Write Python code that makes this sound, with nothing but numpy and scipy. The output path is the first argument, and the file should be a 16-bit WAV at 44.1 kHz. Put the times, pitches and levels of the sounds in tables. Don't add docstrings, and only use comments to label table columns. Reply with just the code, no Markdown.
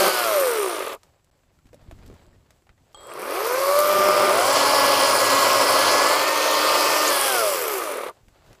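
import sys
import numpy as np
from scipy import signal
from scipy.fft import rfft, irfft
from scipy.io import wavfile
from scipy.ndimage import uniform_filter1d, map_coordinates

SR = 44100
rng = np.random.default_rng(int(sys.argv[2]) if len(sys.argv) > 2 else 0)


def undo_db(level):
    steps = np.asarray(level, float) / 20
    return 10 ** steps


def transcribe(u):
    v = np.clip(np.atleast_2d(u).T, -1, 1)
    q = np.round(v * 32767).astype(np.int16)
    wavfile.write(sys.argv[1], SR, q)


N = 379260
TEETH = 6


def unit(x):
    return x / np.sqrt(np.mean(x ** 2) + 1e-20)


def noise():
    return rng.standard_normal(N)


def curves(*tables, off=None):
    t = np.arange(N) / SR
    s, *cols = np.transpose([row for table in tables for row in table])
    if off is None:
        return [np.interp(t, s, c) for c in cols]
    inside = sum((t >= table[0][0]) & (t <= table[-1][0]) for table in tables)
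    return [np.where(inside, np.interp(t, s, c), off) for c in cols]


def held(rows, rise_db, fall_db):
    t = np.arange(N) / SR
    gain = 0
    for start, end, db in rows:
        before, after = np.clip(start - t, 0, None), np.clip(t - end, 0, None)
        gain = gain + undo_db(db - rise_db * before - fall_db * after)
    return gain


def wobble(rate):
    coarse = np.arange(0, N + 32, 32)
    knots = rng.standard_normal(int(N * rate / SR) + 4)
    return np.interp(np.arange(N), coarse, map_coordinates(knots, [coarse * rate / SR]))


def colour(x, points):
    f, db = np.transpose(points)
    hz = np.fft.rfftfreq(8192, 1 / SR)
    gain_db = np.interp(np.log(hz + 1), np.log(f + 1), db)
    cepstrum = irfft(np.log(undo_db(gain_db) + 1e-5))
    cepstrum[1:4096] *= 2
    cepstrum[4097:] = 0
    return unit(signal.oaconvolve(x, irfft(np.exp(rfft(cepstrum))))[:N])


def blows(turns, scatter_db, jitter):
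    at = np.flatnonzero(np.diff(np.floor(turns)) > 0)
    draw = rng.standard_normal((N // 8, 3))[:len(at)]
    at = np.clip(at + jitter * SR * draw[:, 0], 0, N - 1).astype(int)
    size = undo_db(scatter_db * np.clip(draw[:, 2], -3, 1.8))
    return np.bincount(at, np.sign(draw[:, 1]) * size, N)


def flow(x, span):
    return x / np.sqrt(np.abs(uniform_filter1d(x ** 2, int(span * SR))) + 1e-6)


def near(hz, centre, width):
    return 1 / (1 + ((hz - centre) / width) ** 4)


# (time [s], wind level [dB], grass level [dB])
STIR = [(.97, -63.5, -60.5), (1.24, -63, -70), (1.512, -64, -70.5), (1.628, -59, -71), (1.95, -49, -60),
        (2.084, -44.5, -57.5), (2.194, -58, -59.5), (2.3, -53.5, -66.5), (2.45, -56, -67.5),
        (2.576, -65.5, -66.5), (2.704, -58, -73), (2.96, -63, -62), (8.14, -67.5, -58.5), (8.21, -57, -63),
        (8.266, -60, -62.5), (8.376, -61, -59.5), (8.51, -51.5, -54), (8.6, -64, -64)]
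# (frequency [Hz], level [dB/Hz])
GUST = [(12, -31), (20, 0.5), (38, 5.5), (97, 6), (198, -2.5), (376, -7), (400, -22), (520, -47.5),
        (880, -120)]
# (frequency [Hz], level [dB/Hz])
GRASS = [(120, -39), (200, -23), (377, -6.5), (493, -6), (542, -4.5), (2170, -18), (5000, -23.5),
         (6500, -48), (11000, -120)]
# (frequency [Hz], level [dB/Hz])
HISS = [(1180, -26.5), (2000, -3), (4010, -5), (7470, -1), (8970, -7.5), (13100, -8.5), (14500, -9)]


def lawn():
    buffet_db, rustle_db = curves(STIR)
    hiss_db = -76 + 0.6 * (rustle_db + 70.5)
    buffet = undo_db(buffet_db - 3 + 2.8 * wobble(22)) * colour(noise(), GUST)
    blades = unit(blows(np.arange(N) * 400 / SR, 7, .002))
    rubbing = colour(noise() + 0.64 * blades, GRASS)
    rustle = undo_db(rustle_db - 1.5 + 1.4 * wobble(76) + 2.0 * wobble(15)) * rubbing
    hiss = undo_db(hiss_db + 1.1 * wobble(30)) * colour(noise(), HISS)
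    note = colour(noise(), [(7500, -58.0), (7700, 6.5), (7790, -0.5), (8000, -52.0)])
    return buffet + rustle + hiss + undo_db(-85 + 2.5 * wobble(8)) * note


# (time [s], peak level [dB])
THUMPS = [(1.654, -44), (1.794, -56), (1.826, -41), (1.885, -40), (1.928, -32), (1.982, -39), (2.029, -38),
          (2.049, -40), (2.077, -44), (2.111, -43), (2.279, -42), (2.328, -48), (2.699, -49), (8.234, -48),
          (8.278, -45.5), (8.325, -51), (8.511, -52)]


def thumps():
    out, u = np.zeros(N + SR), np.arange(SR // 10) / SR / 0.0033
    for s, db in THUMPS:
        push = u * (2 - u) * np.exp(-u)
        out[round(s * SR):][:len(u)] += undo_db(db + 5) * rng.choice([-1, 1]) * push
    return out[:N]


# (time [s], peak level [dB], knock level [dB], snap level [dB], knock frequency [Hz])
TICKS = [(1.0323, -42.5, -14, -10, 1260), (1.2441, -54, -17.5, -20, 600), (1.3124, -63, -2, -4, 400),
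         (1.353, -66, 2, 2, 300), (1.391, -67.5, 2, 8, 300), (1.434, -65.5, 5, 8, 685),
         (1.5885, -58, -0.5, 1, 1340), (1.6564, -57, 8, 0, 240), (1.668, -53, -9, 3, 300),
         (1.689, -62, -9, 8, 300), (1.7308, -50.5, 8, 5, 476), (1.737, -64, 17, 2, 560),
         (1.7434, -44.5, 5.5, -16, 570), (1.814, -60, 7, 7, 625), (1.879, -72, 4, 7, 1000),
         (1.898, -62, -11, 0, 900), (1.9117, -43, 3, 1, 670), (1.9217, -55, 11, 7, 312),
         (1.988, -60, 6, 8, 350), (2.0317, -53, -4, 3, 400), (2.062, -42.5, -8, -10, 450),
         (2.0774, -47, -9, -13, 500), (2.099, -58, 19.5, 11, 397), (2.113, -65, 17, 6, 480),
         (2.127, -60, 16, -3, 420), (2.139, -52, -9, -2, 400), (2.215, -66, 4, 9, 620),
         (2.2648, -55, 1, -10, 597), (2.33, -69, 8, 4, 1850), (2.464, -65, 2, 5, 302),
         (2.5062, -45, -14, -2, 597), (2.621, -63, 4, 3, 340), (2.6684, -63, 7, 13, 796),
         (2.6923, -60, 2, 16, 800), (2.728, -67, -2, 5, 300), (2.778, -69, 7, 14, 900),
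         (2.929, -54, -23, -20, 900), (8.283, -50, -5, 0, 250), (8.4632, -57, -2, 2, 554),
         (8.5294, -44, -16, 0, 560), (8.5494, -51, -14, 4, 560)]


def boots():
    out, t = np.zeros(N + SR), np.arange(SR // 8) / SR
    snappy = signal.butter(2, [550, 2300], "band", fs=SR)
    crisp = signal.butter(1, [2500, 9000], "band", fs=SR)
    for s, db, knock_db, snap_db, knock_hz in TICKS:
        tick_env = (undo_db(2.5 - 60 * t / 0.0081) + undo_db(-9.5 - 60 * t / 0.062)) * (1 - np.exp(-t / 0.00055))
        tick = signal.lfilter(*crisp, rng.standard_normal(len(t)) * tick_env)
        knock = np.sin(2 * np.pi * knock_hz * t) * undo_db(knock_db + 1.5 - 60 * t / 0.04)
        snap_env = undo_db(snap_db - 6.0 - 60 * t / 0.014) + undo_db(snap_db - 0.5 - 60 * t / 0.058)
        snap = signal.lfilter(*snappy, rng.standard_normal(len(t)) * snap_env)
        out[round(s * SR):][:len(t)] += undo_db(db) * (tick + knock + undo_db(2.0) * snap)
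    return out[:N]


# (frequency [Hz], level [dB], decay by 60 dB [s])
RELAY = [(844, -2.5, 0.075), (1170, 1.5, 0.042), (3250, -2.5, 0.14), (4370, -7, .025), (6700, -7, .02),
         (8400, -4, 0.024)]
# (time [s], sideband offset [Hz], level [dB])
WHISTLE = [(2.95, 30, -54), (3.05, 100, -53), (3.09, 210, -51), (3.128, 250, -46), (3.138, 263, -90)]
# (frequency [Hz], level [dB/Hz])
SIZZLE = [(2800, -38), (3600, -1), (4600, -3), (5400, -12), (7000, -40)]


def trigger():
    out, t, time = np.zeros(N), np.arange(SR // 2) / SR, np.arange(N) / SR
    ring = sum(undo_db(db - 60 * t / t60) * np.sin(2 * np.pi * hz * t) for hz, db, t60 in RELAY)
    click = signal.lfilter(*signal.butter(2, 8500, fs=SR), rng.standard_normal(len(t)))
    out[round(2.9455 * SR):][:len(t)] = undo_db(-40.0) * ring + undo_db(-45 - 60 * t / 0.011) * click
    hum = undo_db(2.5 * wobble(70)) * np.sin(2 * np.pi * 3255 * time + 1.0 * wobble(90))
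    hum_gain = held([(2.96, 3.14, -55.5)], rise_db=3000, fall_db=900)
    out += hum_gain * (hum + undo_db(-8) * colour(noise(), SIZZLE))
    side_hz, db = curves(WHISTLE, off=-120)
    carrier = 2 * np.pi * 7830 * time
    swing = 2 * np.pi * np.cumsum(side_hz * (db > -100)) / SR
    whistle = 0
    for k, side_db in [(-1, -4.5), (1.3, -0.5), (0.33, -11.5)]:  # (multiple, dB)
        whistle += undo_db(side_db + 2.5 * wobble(40)) * np.sin(carrier + k * swing + .7 * wobble(200))
    return out + undo_db(db) * whistle


# (time [s], peak level [dB])
RATTLES = [(3.005, -44), (3.017, -40), (3.052, -38), (3.063, -36), (3.091, -28), (3.117, -21), (3.143, -28),
           (3.175, -23), (3.213, -24), (3.229, -23), (3.249, -26), (3.262, -21), (3.277, -23), (3.3, -27),
           (3.318, -20), (3.364, -12)]
# (frequency [Hz], level [dB/Hz])
HOUSING_FREE = [(120, -42.5), (200, -31.5), (285, -22.5), (371, -4), (584, -5), (689, -15.5), (878, -11),
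                (981, -15), (1200, 0), (1370, -10), (1670, -11.5), (2030, -12.5), (2800, -13),
                (3640, -58.5), (6160, -120)]
# (frequency [Hz], level [dB/Hz])
COVER_FREE = [(1000, -31.5), (1700, 1.5), (1880, -6), (2090, -0.5), (2650, -3.5), (3000, -6.5),
              (3930, -7.5), (4770, -13), (7000, -22), (7500, -12), (9750, -35.5), (16500, -120)]


def rattles():
    t, hits = np.arange(SR // 20) / SR, np.zeros(N + SR)
    for s, db in RATTLES:
        hits[round(s * SR):][:len(t)] += undo_db(db - 60 * t / 0.031) * rng.standard_normal(len(t))
    hits = hits[:N]
    ring = colour(hits, HOUSING_FREE) + undo_db(-12) * colour(hits, COVER_FREE)
    return undo_db(-13) * ring * np.sqrt(np.mean(hits ** 2))


# (time [s], peak level [dB])
PINGS = [(3.3497, -30), (3.3951, -29), (3.4071, -26), (3.4285, -25), (3.4704, -27), (3.4879, -23),
         (3.5278, -23), (3.653, -25), (3.7897, -14), (3.8356, -22), (3.8561, -22), (3.876, -21),
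         (3.9284, -21), (4.2631, -32)]
# (time [s], peak level [dB])
FIRST_BITE = [
    (3.7897, -14),
    (3.8015, -16.5),
    (3.8047, -22),
]


def pings():
    out, t = np.zeros(N + SR), np.arange(SR // 50) / SR
    for s, db in PINGS:
        tone = np.sin(2 * np.pi * rng.normal(12200, 350) * t) * (1 - np.exp(-t / .0003))
        out[round(s * SR):][:len(t)] += undo_db(db + 2.0 - 60 * t / .012) * tone
    high = signal.butter(2, 3800, "high", fs=SR)
    for s, db in FIRST_BITE:
        crack = undo_db(db - 60 * t / .009) * rng.standard_normal(len(t))
        out[round(s * SR):][:len(t)] += signal.lfilter(*high, crack)
    return out[:N]


# (time [s], length [s], frequency [Hz], width [Hz], level [dB])
SQUEAKS = [
    (7.075, 0.023, 6870, 1502, -25),
]


def squeaks():
    out, t = np.zeros(N), np.arange(N) / SR
    for s, length, hz, width_hz, db in SQUEAKS:
        band = colour(noise(), [(hz - 2 * width_hz, -50), (hz, 0), (hz + 2 * width_hz, -50)])
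        window = np.exp(-((t - s - length / 2) / (length / 2)) ** 4)
        out += undo_db(db + 3.5 * wobble(240)) * band * window
    return out


# (trigger pulled [s], brake closed [s])
RUNS = [
    (-1, .938),
    (2.95, 8.088),
]
# (frequency [Hz], level [dB/Hz])
AFTER_RING = [(300, -22), (520, 3), (800, -16), (1150, 0), (1700, -40), (3000, -60)]


def brake():
    gain = held([(b - .01, b + 0.022, -38) for a, b in RUNS], rise_db=600, fall_db=1500)
    return gain * colour(noise(), AFTER_RING)


def brake_gate():
    fall = 900
    moving = held([(a, b, 0) for a, b in RUNS], rise_db=9000, fall_db=fall)
    grab = held([(b - 0.005, b, -10) for a, b in RUNS], rise_db=400, fall_db=fall)
    return moving + grab


# (time [s], ground delay [ms], echo share [1], bar facing level [dB], motor facing level [dB])
POSE = [(0, 0.47, .13, 1.5, -9.5), (.3, .36, 0.15, 2, 3.5), (.7, 0.33, 0.19, 3.5, 1),
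        (.95, .27, 0.23, 0.5, -17), (2.9, 0.5, 0.05, 0.5, 6), (3.45, 0.48, 0.033, -0.5, -4),
        (3.8, 0.46, 0.031, 0.5, 2.5), (4.25, 0.37, 0.12, 0, 0), (4.75, 0.405, .2, -1.5, 10.5),
        (5.5, 0.399, 0.19, -0.5, -7), (6.05, 0.411, 0.2, -1.5, 7), (6.4, .45, 0.18, -1.5, 1.5),
        (7.1, 0.39, 0.073, 0.5, 0.5), (7.45, 0.37, 0.21, 4, 2), (7.6, 0.41, 0.31, 5, -6.5),
        (7.74, .3, 0.1, 5.5, -0.5), (7.82, .3, 0.15, 3, -5.5), (8.1, 0.26, 0.12, -2.5, -6.5)]


def ground(x):
    delay_ms, share = curves(POSE)[:2]
    at = np.clip(np.arange(N) - delay_ms * SR / 1000, 0, N - 1)
    return (x + share * map_coordinates(x, [at])) / np.sqrt(1 + share ** 2)


def patchy(x, patchy_db):
    z = signal.stft(x, nperseg=256)[2]
    field = uniform_filter1d(rng.standard_normal(z.shape), size=7, axis=0)
    field = uniform_filter1d(field, size=70, axis=1)
    return signal.istft(z * undo_db(patchy_db * unit(field)), nperseg=256)[1][:N]


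# (time [s], low frequency [Hz], low level [dB], high frequency [Hz], high level [dB])
BEAM = [(0, 9700, 0.5, 12600, 0), (.12, 9700, -1, 13000, 2), (.4, 9250, 0.5, 12800, 8),
        (.5, 9050, 2.5, 12800, -2), (.7, 9200, 4, 12700, -7), (.8, 9520, -2.5, 12760, -6),
        (3.1, 9800, 5, 12350, -4), (3.4, 10100, 2.5, 12200, 5), (3.7, 9800, 2, 12000, 6.5),
        (4, 9800, 0.5, 12300, 3), (4.25, 9800, 1.5, 11900, -3), (4.6, 9700, 4.5, 12000, 3),
        (6.1, 9450, 0, 12000, -2), (7.05, 9600, -5.5, 11900, 0.5), (7.2, 9600, 8, 11800, 3),
        (7.45, 8750, -2, 11000, 2), (7.7, 9500, -11, 12300, 0), (7.9, 9500, 3, 12900, -5)]


def beamed(x):
    hz, t, z = signal.stft(x, SR, nperseg=256)
    s, *cols = np.transpose(BEAM)
    low_hz, low_db, high_hz, high_db = (np.interp(t, s, c) for c in cols)

    def lobe(centre):
        return np.exp(-((hz[:, None] - centre) / 650) ** 2)

    gain_db = low_db * lobe(low_hz) + high_db * lobe(high_hz)
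    return signal.istft(z * undo_db(gain_db), nperseg=256)[1][:N]


# (time [s], tooth rate [Hz])
SPEED = [
    [(0, 800), (.09, 753), (.2, 728), (.3, 648), (.4, 559), (.5, 481.7), (.7, 351.3), (.8, 293.2),
     (.945, 206)],
    [(2.95, 12), (3.12, 80), (3.43, 434), (3.51, 490), (3.59, 535), (3.8, 592), (4.31, 603), (4.53, 852),
     (5.55, 834), (6.05, 848), (6.3, 915), (6.85, 895), (7.07, 908), (7.165, 836), (7.285, 806),
     (7.466, 618), (7.614, 487), (7.83, 338), (8.095, 176)],
]


def chain_speed():
    tooth_hz = uniform_filter1d(curves(*SPEED)[0], SR // 26, mode="nearest")
    slowing = np.gradient(tooth_hz) * SR < -610
    coasting = uniform_filter1d(1. * slowing, SR // 10)
    moving = 1. * (curves(*SPEED, off=0)[0] > 0)
    return tooth_hz, coasting, uniform_filter1d(moving, SR // 50, mode="nearest")


# (time [s], bite share [1], feed level [dB])
CUT = [(0, 0.9, 4), (.09, 0.8, 2), (.12, 0.7, -2.5), (.3, 0.6, -3), (.95, .3, -2), (3.2, 0.5, -0.5),
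       (3.75, 0.9, -1), (4.05, 0.8, 1.5), (4.3, .9, 4.5), (4.42, 1, 3.5), (5.3, 1, 4), (5.8, 1, 4.5),
       (6.05, 1, 4), (6.3, 0.97, 0), (6.76, 0.99, 2.5), (7.1, 0.92, 0), (7.4, 0.61, -3.5), (8, 0.5, -1.5)]
# level at 600 teeth a second [dB],
# rise per octave [dB], shares of feed, bar facing and soft start [1]
ROAR = (-25.5, 4, 1., -0.06, 1.6)
RASPING = (-32.5, 9, 0.61, 0.32, 0.6)
CLATTER = (-33.5, 8, 0.58, 1.5, 0.8)


def drive_levels(on):
    tooth_hz, = curves(*SPEED)
    feed_db, facing_db = curves(CUT)[1], curves(POSE)[2]
    octaves = np.log2((tooth_hz + 40) / 600)
    since = np.arange(N) / SR - 2.95
    lag = -3 * (since > 0) * np.exp(-np.abs(since) / 0.07)
    on_db = 20 * np.log10(on + 1e-6)
    return [on_db + db + rise * (octaves + soft * lag) + fed * feed_db + faced * facing_db
            for db, rise, fed, faced, soft in (ROAR, RASPING, CLATTER)]


# (frequency [Hz], level [dB])
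MESH = [(80, -69), (200, -54), (290, -44), (380, -27.5), (460, -28), (570, -21), (690, -29.5), (850, -37),
        (920, -37.5)]
# (frequency [Hz], driven level [dB], coasting level [dB])
OCTAVE = [(160, -70, -68), (420, -50, -40), (575, -36, -27.5), (740, -38, -41), (900, -35.5, -42.5),
          (1205, -23, -35), (1270, -35, -34), (1375, -32.5, -29.5), (1690, -33.5, -33), (1800, -33.5, -31)]


def mesh_tones(tooth_hz, coasting, turn):
    motor_db = curves(POSE)[3]

    def through(hz, points, column):
        points = np.transpose(points)
        return np.interp(np.log(hz), np.log(points[0]), points[column])

    mesh_db = through(tooth_hz, MESH, 1) + motor_db
    driven_db, coast_db = (through(2 * tooth_hz, OCTAVE, column) for column in (1, 2))
    octave_db = (1 - coasting) * driven_db + coasting * coast_db + wobble(3.2) + .4 * coasting * motor_db
    mesh_gain = undo_db(mesh_db + 1.5 * wobble(30) + 0.71 * wobble(7.5))
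    mesh = mesh_gain * np.sin(TEETH * turn + 0.09 * wobble(40))
    octave = undo_db(octave_db + 1.7 * wobble(30)) * np.sin(2 * TEETH * turn + 0.42 * wobble(40))
    return mesh + octave


SHAFT = [1, 2, 3, 4, 5, 7, 8, 9, 10]
# (driven level [dB], coasting level [dB])
SHAFT_DB = [(4.5, 8), (3, 1), (-14, -9), (-9, -7.5), (-11, -7), (-8, -14.5), (-8, -14), (-12.5, -16),
            (-13.5, -18.5)]
# (multiple [1], frequency [Hz], width [Hz], level re roar [dB])
CROSSINGS = [(13, 1290, 130, -13), (13, 1900, 50, -21), (14, 1410, 110, -17), (14, 1965, 70, -21),
             (15, 1500, 110, -20), (17, 2570, 90, -17), (18, 1600, 200, -19), (24, 2150, 300, -18.5),
             (30, 4400, 260, -21)]
# (multiple [1], level re roar [dB])
SLACK = [(8, -11), (10, -10), (11, -9), (13, -10), (14, -11), (15, -11), (16, -12), (18, -16), (19, -14),
         (20, -14), (21, -12), (22, -14), (24, -16), (26, -14), (30, -14)]
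# (multiple [1], frequency [Hz], width [Hz], level re roar [dB])
OVERTONES = [(3, 1320, 190, -9), (3, 2300, 200, -18), (4, 3200, 280, -11), (5, 2650, 200, -21),
             (8, 3050, 220, -24)]


def shaft_orders(tooth_hz, coasting, turn, bite, feed_db, roar_db):
    turn_hz = tooth_hz / TEETH

    def radiate(hz):
        lift = undo_db(0.88 * np.interp(hz, *np.transpose(HOUSING_FREE[1:-2])))
        small_source = 1 / (1 + (235 / hz) ** 4)
        rocking = 0.15 / (1 + ((hz - 110) / 27) ** 2)
        return lift * (small_source + rocking)

    out = np.zeros(N)
    for k, (driven, free) in zip(SHAFT, SHAFT_DB):
        db = driven + (free - driven) * coasting + 2.5 - 4.5 * bite * (1 - coasting)
        tone = np.sin(k * turn + (.12 + 0.35 * bite) * wobble(30))
        out += undo_db(roar_db + db + 2.6 * wobble(14)) * radiate(k * turn_hz) * tone
    for k, hz, width, db in CROSSINGS:
        gain = undo_db(roar_db + db - 8 * coasting + 3 * wobble(12)) * near(k * turn_hz, hz, width)
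        out += gain * np.sin(k * turn + .4 * wobble(25))
    for k, db in SLACK:
        gain = undo_db(roar_db + db + 3 * wobble(14)) * (1 - bite ** 5) * radiate(k * turn_hz)
        out += gain * np.sin(k * turn + .3 * wobble(25))
    wood_db = -12 * bite ** 4 * (1 - coasting) - 2.2 * np.clip(feed_db, 0, 9)
    for k, hz, width, db in OVERTONES:
        gain = undo_db(roar_db + db + wood_db + 2 * wobble(20)) * near(k * tooth_hz, hz, width)
        out += gain * np.sin(k * TEETH * turn + .7 * wobble(40))
    return out


# (start [s], end [s], level [dB])
SHUDDERS = [
    (1, 0.054, -44),
    (4, 5.9, -43),
    (6.5, 6.64, -53),
]
# (frequency [Hz], level [dB/Hz])
BOARD = [(12, -59.5), (20, -27), (54, -35), (88, -9.5), (118, -4), (141, -17), (178, -19), (280, 1),
         (360, -30), (620, -120)]
# (start [s], end [s], level [dB])
DRUMS = [
    (-1, 0.075, -26),
    (4, 4.33, -31),
]
# (frequency [Hz], level [dB/Hz])
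SLAT = [(120, -48), (195, -3), (280, -34), (390, 8.5), (480, -23), (588, 3), (680, -24.5), (785, 0),
        (900, -35.5)]
# (frequency [Hz], level [dB/Hz])
BAR = [(1030, -29.5), (1074, 10), (1120, -29.5), (1930, -45.5), (1985, -6.5), (2040, -37.5)]


def board_and_bar(knocks, chips, on, bite, roar_db):
    shake = held(SHUDDERS, rise_db=63, fall_db=58.5) * on + undo_db(roar_db - 41.0 + 2.3 * wobble(12))
    shudder = shake * undo_db(1.2 * wobble(17)) * colour(noise(), BOARD)
    drum = held(DRUMS, rise_db=72, fall_db=250.0) * colour(knocks, SLAT)
    return shudder + drum + undo_db(roar_db - 12.5) * bite * colour(chips, BAR)


# (frequency [Hz], level [dB/Hz])
HOUSING_CUT = [(120, -45), (200, -34.5), (246, -27), (285, -27.5), (323, -11), (414, -7), (459, -10.5),
               (543, 4), (741, -7.5), (822, -9.5), (894, -4), (1080, 0), (1550, -9.5), (1650, -13.5),
               (1840, -18.5), (2000, -13), (2400, -13), (3120, -42), (5280, -120)]
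# (frequency [Hz], level [dB/Hz])
RASP_CUT = [(1000, -34), (1700, -21.5), (2100, -2.5), (2260, -7.5), (2710, -3), (3160, 0.5), (3500, -2.5),
            (3750, -4.5), (4100, -1), (4450, 0), (5100, 0), (6190, -6.5), (7500, -17.5), (9750, -43),
            (16500, -120)]
# (frequency [Hz], level [dB/Hz])
LINKS_FREE = [(3530, -33.5), (6000, -13.5), (7120, -9.5), (8960, 0), (11000, -1), (12000, 2.5),
              (12700, 0.5), (15200, -9)]
# (frequency [Hz], level [dB/Hz])
LINKS_CUT = [(3530, -29.5), (6000, -3.5), (6310, -5), (7700, -2), (8780, -3), (9720, -2), (11400, -5),
             (12300, -6), (15200, -8.5)]


def saw():
    tooth_hz, coasting, running = chain_speed()
    bite, feed_db = curves(CUT)
    bite = np.clip(bite, 0, 1)
    on = brake_gate()
    roar_db, rasp_db, clatter_db = drive_levels(on)
    teeth = np.cumsum(tooth_hz * (1 + .004 * bite * wobble(9))) / SR
    turn = 2 * np.pi * teeth / TEETH
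    tones = mesh_tones(tooth_hz, coasting, turn)
    tones = tones + shaft_orders(tooth_hz, coasting, turn, bite, feed_db, roar_db)

    def blend(x, free, wood):
        return flow(np.sqrt(1 - bite) * colour(x, free) + np.sqrt(bite) * colour(x, wood), 0.1)

    throb = 1 + (.45 - 0.55 * bite) * np.cos(turn + 0.9 * wobble(8.3))
    slide = (tooth_hz / 800) ** 0.27
    knocks = unit(blows(teeth, 4.0, 0.00033)) * 0.62 + slide * noise()
    roar = undo_db(roar_db - 0.5 + 0.61 * wobble(45)) * throb * blend(knocks, HOUSING_FREE, HOUSING_CUT)
    dull = signal.lfilter(*signal.butter(2, 1500, fs=SR), roar)
    roar = dull + (roar - dull) * np.clip(tooth_hz / 263, 0, 1)
    chips = unit(blows(teeth, 3.1, .0004)) * 0.39 + slide * noise() * undo_db(0.76 * wobble(150))
    rasp = undo_db(rasp_db + 0.51 * wobble(35)) * throb * blend(chips, COVER_FREE, RASP_CUT)
    links = unit(blows(teeth, 7.5, .0002)) * (1.0 - .55 * bite)
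    links = links + slide ** 2.3 * noise() * undo_db(1.3 * wobble(250))
    clatter = undo_db(clatter_db + 0.39 * wobble(35)) * blend(links, LINKS_FREE, LINKS_CUT)
    body = roar + board_and_bar(knocks, chips, on, bite, roar_db)
    low = np.sqrt(2) * running * tones + signal.lfilter(*signal.butter(2, 75, "high", fs=SR), body)
    return low, beamed(patchy(rasp + clatter, patchy_db=1.5))


def scene():
    background = lawn() + thumps() + boots()
    contacts = trigger() + rattles() + pings() + squeaks() + brake()
    low, high = saw()
    return (background + contacts + low + ground(high))[None]


def low_pass(x):
    return signal.sosfilt(signal.butter(12, 15870, fs=SR, output="sos"), x)


def record(dry):
    t = np.arange(N) / SR
    muted = dry * np.where((t > 1.303) & (t < 1.312), undo_db(-21.5), 1)
    top_hz = 15330
    gain = np.interp(np.fft.rfftfreq(N, 1 / SR), [top_hz - 150, top_hz + 40], [1, undo_db(-46.0)])
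    narrow = irfft(rfft(muted) * gain, N)
    return low_pass(narrow)


dry = scene()
out = record(dry)
transcribe(out)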